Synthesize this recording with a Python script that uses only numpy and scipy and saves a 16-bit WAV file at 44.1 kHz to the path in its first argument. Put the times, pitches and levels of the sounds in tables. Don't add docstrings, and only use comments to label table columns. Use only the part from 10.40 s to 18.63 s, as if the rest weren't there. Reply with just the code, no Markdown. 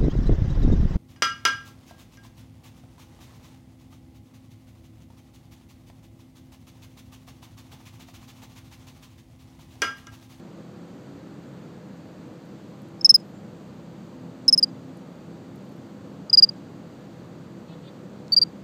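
import sys
import numpy as np
from scipy import signal
from scipy.fft import rfft, irfft, next_fast_len
from scipy.io import wavfile

SR = 44100
rng = np.random.default_rng(int(sys.argv[2]) if len(sys.argv) > 2 else 0)


def int16_out(signal):
    q = np.round(np.clip(np.atleast_2d(signal).T, -1, 1) * 32767)
    wavfile.write(sys.argv[1], SR, q.astype(np.int16))


N = 362943

# t/s, duration/s, f/Hz, level/dB, second harmonic/dB re fundamental
ALARM_PIPS = [(2.6086, .011, 5250, -18.5, -50), (2.6449, 0.024, 5193, -5.5, -29.5),
              (2.6916, .026, 5200, -3.5, -24), (2.7412, 0.025, 5074, -6, -22),
              (4.0790, 0.023, 5157, -6, -26.5), (4.125, .026, 5120, -7.5, -21.5),
              (4.1755, .024, 5085, -12.5, -21), (4.2258, 0.022, 4874, -7.5, -30),
              (5.8953, .012, 4910, -14.5, -42), (5.9284, 0.028, 4913, -7, -39),
              (5.9720, 0.031, 4880, -4.5, -41.5), (6.0226, .029, 4853, -3.5, -54),
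              (6.0877, .012, 4860, -13, -45), (7.9194, .029, 4636, -11.5, -35),
              (7.9628, .031, 4767, -7.5, -38), (8.014, 0.026, 4720, -10, -36)]
def squirrel():
    out = np.zeros(N)
    for start, *shape in ALARM_PIPS:
        add(out, start, pip(*shape))
    return out


RELAXED_HZ, TIGHT_HZ, SLACK_TENSION = 4838, 5114, -.17
ATTACK_S, TIGHT_ATTACK_S, PEEP_ATTACK_S, RELEASE_S = .002, .0017, .0036, .014
PIP_CONTOUR = [(0, 0.994), (.3, 0.997), (.55, .997), (.8, .985), (1, .996)]
# f/Hz, level/dB re fundamental
MOUTH_RESPONSE = [(13860, -32.5), (14300, -41.5), (14700, -41), (15200, -24), (15400, -37.5), (15650, -39)]
def pip(length, pitch_hz, level_db, second_db, settle_s=.0016, lift_from=.82, jitter=.0051):
    t = np.arange(int(length * SR)) / SR
    along = t / t[-1]
    peep = length < RELEASE_S
    tension = 0 if peep else np.clip((pitch_hz - RELAXED_HZ) / (TIGHT_HZ - RELAXED_HZ), SLACK_TENSION, 1)
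    tight, slack = max(tension, 0), np.clip(tension / SLACK_TENSION, 0, 1)
    swoop, lift = .14 * tension, .08 * tension
    attack = PEEP_ATTACK_S if peep else np.interp(tight, [0, 1], [ATTACK_S, TIGHT_ATTACK_S])
    opening = (1 - np.exp(-(t / attack) ** 3)) * (1 - (.45 - 2.6 * swoop) * np.exp(-t / .0053))
    closing = np.sin(np.pi / 2 * np.clip((t[-1] - t) / RELEASE_S, 0, 1)) ** 1.3
    pressure = opening * closing
    settling = np.exp(-np.maximum(t - attack / 2, 0) / settle_s)
    flick = np.clip((along - lift_from) / (1 - lift_from), 0, 1) ** .7
    flutter = (.033 + .96 * slack * from_db(level_db) ** 2) * drift(260, len(t))
    ratio = np.interp(along, *np.transpose(PIP_CONTOUR)) + swoop * settling + lift * flick + .04 * flutter
    phase = phase_of(pitch_hz * (ratio + jitter * drift(940, len(t))))
    second = from_db(second_db) * np.sin(2 * phase)
    third = from_db(np.interp(3 * pitch_hz, *np.transpose(MOUTH_RESPONSE))) * np.sin(3 * phase)
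    tone = np.sin(phase) + np.sqrt(pressure) * (second + third)
    rasp = band_noise(5060, .62, len(t)) + from_db(-15.5) * band_noise(12800, .36, len(t))
    rasp *= from_db(np.interp(tight, [0, 1], [-44.5, -39]))
    scrape = band_noise(6430, .19, len(t)) + .0798 * band_noise(13000, .4, len(t))
    scrape *= 1.3 * swoop * settling
    return from_db(level_db) * pressure * (1 + flutter) * (tone + rasp + scrape)


# delay/s, level/dB re direct sound
ROCK_ECHOES = [(0.012, -52), (0.018, -54), (.034, -53), (.043, -48), (.055, -48.5)]
def rocks(direct, tail_db=-50, t60_s=.3):
    echoes = np.zeros(N)
    for delay, db in ROCK_ECHOES:
        add(echoes, delay, from_db(db) * direct)
    t = np.arange(SR // 3) / SR
    scatter = rng.standard_normal(len(t)) * from_db(-60 * t / t60_s)
    return echoes + from_db(tail_db) * signal.fftconvolve(direct, scatter / np.linalg.norm(scatter))[:N]


# t/s, level/dB, centre f/Hz
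FAINT_TICKS = [(2.052, -66, 11000), (2.418, -61, 11500), (2.484, -66, 12000), (2.596, -51, 5000),
               (2.802, -56, 7200), (4.571, -58, 9500), (5.158, -60, 11500), (7.881, -39, 5000)]
def grit_and_mouth_clicks(trickle_from_s=5.23, trickle_to_s=5.38, grains=4):
    out, t = np.zeros(N), np.arange(SR // 16) / SR
    spacing = (trickle_to_s - trickle_from_s) / grains
    moments = trickle_from_s + spacing * (np.arange(grains) + rng.random(grains))
    trickle = [(start, -67, 11800) for start in moments]
    for start, db, hz in FAINT_TICKS + trickle:
        decay_s = .0045 * (hz / 11000) ** 2
        add(out, start, from_db(db) * np.exp(-t / decay_s) * band_noise(hz, .6, len(t)))
    return out


# t/s, duration/s, fundamental f/Hz, glide as a fraction of f, level/dB
BIRD_CALLS = [(7.265, 0.094, 371, 0.09, -57), (7.423, 0.102, 354, -0.082, -56.5)]
def far_bird(throat_hz=3550, throat_width_hz=750, fading_db=5):
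    out, orders = np.zeros(N), np.arange(5, 15)[:, None]
    for start, length, hz, glide, db in BIRD_CALLS:
        size = int(length * SR)
        pitch = hz * (1 + glide * np.linspace(-.5, .5, size) + .011 * drift(160, size))
        throat = np.exp(-.5 * ((orders * pitch - throat_hz) / throat_width_hz) ** 2)
        fading = from_db(fading_db * np.array([drift(25.7, size) for _ in orders]))
        call = rms_one((throat * fading * np.sin(orders * phase_of(pitch))).sum(axis=0))
        add(out, start, from_db(db) * np.hanning(size) ** .5 * call)
    return out


# t/s, duration/s, initial f/Hz, final f/Hz, level/dB
BIRD_WHISTLES = [(2.815, .12, 12000, 11850, -73), (2.916, .1, 7050, 7500, -66)]
def far_whistles():
    out = np.zeros(N)
    for start, length, from_hz, to_hz, db in BIRD_WHISTLES:
        size = int(length * SR)
        pitch = np.linspace(from_hz, to_hz, size) * (1 + .008 * drift(250, size))
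        add(out, start, from_db(db) * np.hanning(size) ** .5 * np.sin(phase_of(pitch)))
    return out


# f/Hz, rms level/dB
ENGINE_TONES = [(64, -70.5), (98.83, -63), (132.5, -56.5), (166.5, -55), (173.2, -54.5), (199.7, -52),
                (227, -62.5), (336, -56.5), (497, -59.5), (800, -69.5)]
def engines(fading_db=2.5, wander=.005):
    out = np.zeros(N)
    for hz, db in ENGINE_TONES:
        gain = from_db(db + fading_db * drift(4.1, N))
        pitch = hz * (1 + wander * drift(2.976, N))
        out += gain * np.sin(phase_of(pitch))
    return np.sqrt(2) * out


# t/s, duration/s, initial f/Hz, climb/(Hz/s), rms level after the rise/dB
VEHICLE_TONES = [(.35, 2.6, 271, 29, -50), (0.151, 1.83, 360, 45, -58.5), (3.6, 3.64, 254.5, 9.5, -45.5)]
def vehicles(rise_s=.19, recede_db_per_s=4.5, fading_db=1.8, wander_hz=.8):
    out, t = np.zeros(N), np.arange(N) / SR
    for start, length, hz, climb, db in VEHICLE_TONES:
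        age = np.clip(t - start, 0, length)
        gate = np.clip(np.minimum(age, length - age) / rise_s, 0, 1)
        level_db = db - recede_db_per_s * (age - rise_s) + fading_db * drift(4.5, N)
        pitch = hz + climb * age + wander_hz * drift(4.93, N)
        out += gate * from_db(level_db) * np.sin(phase_of(pitch))
    return np.sqrt(2) * out


def tyres(peak_s=1.0, spread_s=.7, level_db=-64):
    t = np.arange(N) / SR
    swell = np.exp(-.5 * ((t - peak_s) / spread_s) ** 2)
    return from_db(level_db) * swell * band_noise(1250, 1.2, N)


# f/Hz, relative spectral level/dB
RUMBLE_SPECTRUM = [(20, -49), (45, -37), (75, -17), (115, -2.5), (175, 0), (265, -1), (380, -8), (590, -10),
                   (700, -15.5), (1300, -21), (2000, -29.5), (4000, -53)]
def rumble(midway_db=-44, rise_db_per_s=.19):
    from_middle_s = (np.arange(N) - N / 2) / SR
    return from_db(midway_db + rise_db_per_s * from_middle_s) * coloured(RUMBLE_SPECTRUM)


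# f/Hz, relative spectral level/dB
HISS_SPECTRUM = [(1500, 0), (2500, 3), (3800, 1.5), (4750, 2), (5050, -5.5), (6800, -2.5), (8100, -6.5),
                 (9200, -17), (10000, -22.5), (12000, -16.5), (15150, -15), (15450, -38.5)]
def hiss(level_db=-61.5, waver_db=.3):
    return from_db(level_db + waver_db * drift(3, N)) * coloured(HISS_SPECTRUM)


def from_db(db):
    return 10 ** (np.asarray(db) / 20)


def rms_one(x):
    return x / np.sqrt(np.mean(x ** 2) + 1e-20)


def add(out, start, sound):
    at = int(round(start * SR))
    out[at:at + len(sound)] += sound[:N - at]


def phase_of(hz):
    return 2 * np.pi * np.cumsum(hz) / SR


def drift(rate_hz, size):
    padded = next_fast_len(size + SR // 8)
    hz = np.arange(padded // 2 + 1) * SR / padded
    gain = np.exp(-.5 * (hz / rate_hz) ** 2)
    return rms_one(irfft(rfft(rng.standard_normal(padded)) * gain, padded))[:size]


def coloured(spectrum):
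    hz, db = np.transpose(spectrum)
    padded = next_fast_len(N)
    bins = np.maximum(np.arange(padded // 2 + 1) * SR / padded, 1)
    gain = from_db(np.interp(np.log(bins), np.log(hz), db))
    return rms_one(irfft(rfft(rng.standard_normal(padded)) * gain, padded)[:N])


def band_noise(centre_hz, octaves, size):
    edges = np.minimum(centre_hz * 2 ** (octaves * np.array([-.5, .5])), SR / 2 - 1000)
    band = signal.butter(2, edges, "band", fs=SR, output="sos")
    return rms_one(signal.sosfilt(band, rng.standard_normal(size)))


def scene():
    trills = squirrel()
    near = trills + rocks(trills) + grit_and_mouth_clicks()
    far = far_bird() + far_whistles() + engines() + vehicles() + tyres() + rumble() + hiss()
    return (near + far)[None]


def record(dry, rolloff_hz=15450, cutoff_hz=16400):
    dulled = signal.sosfilt(signal.butter(24, rolloff_hz, fs=SR, output="sos"), dry)
    return signal.sosfilt(signal.ellip(10, .1, 80, cutoff_hz, fs=SR, output="sos"), dulled)


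dry = scene()
out = record(dry)
int16_out(out)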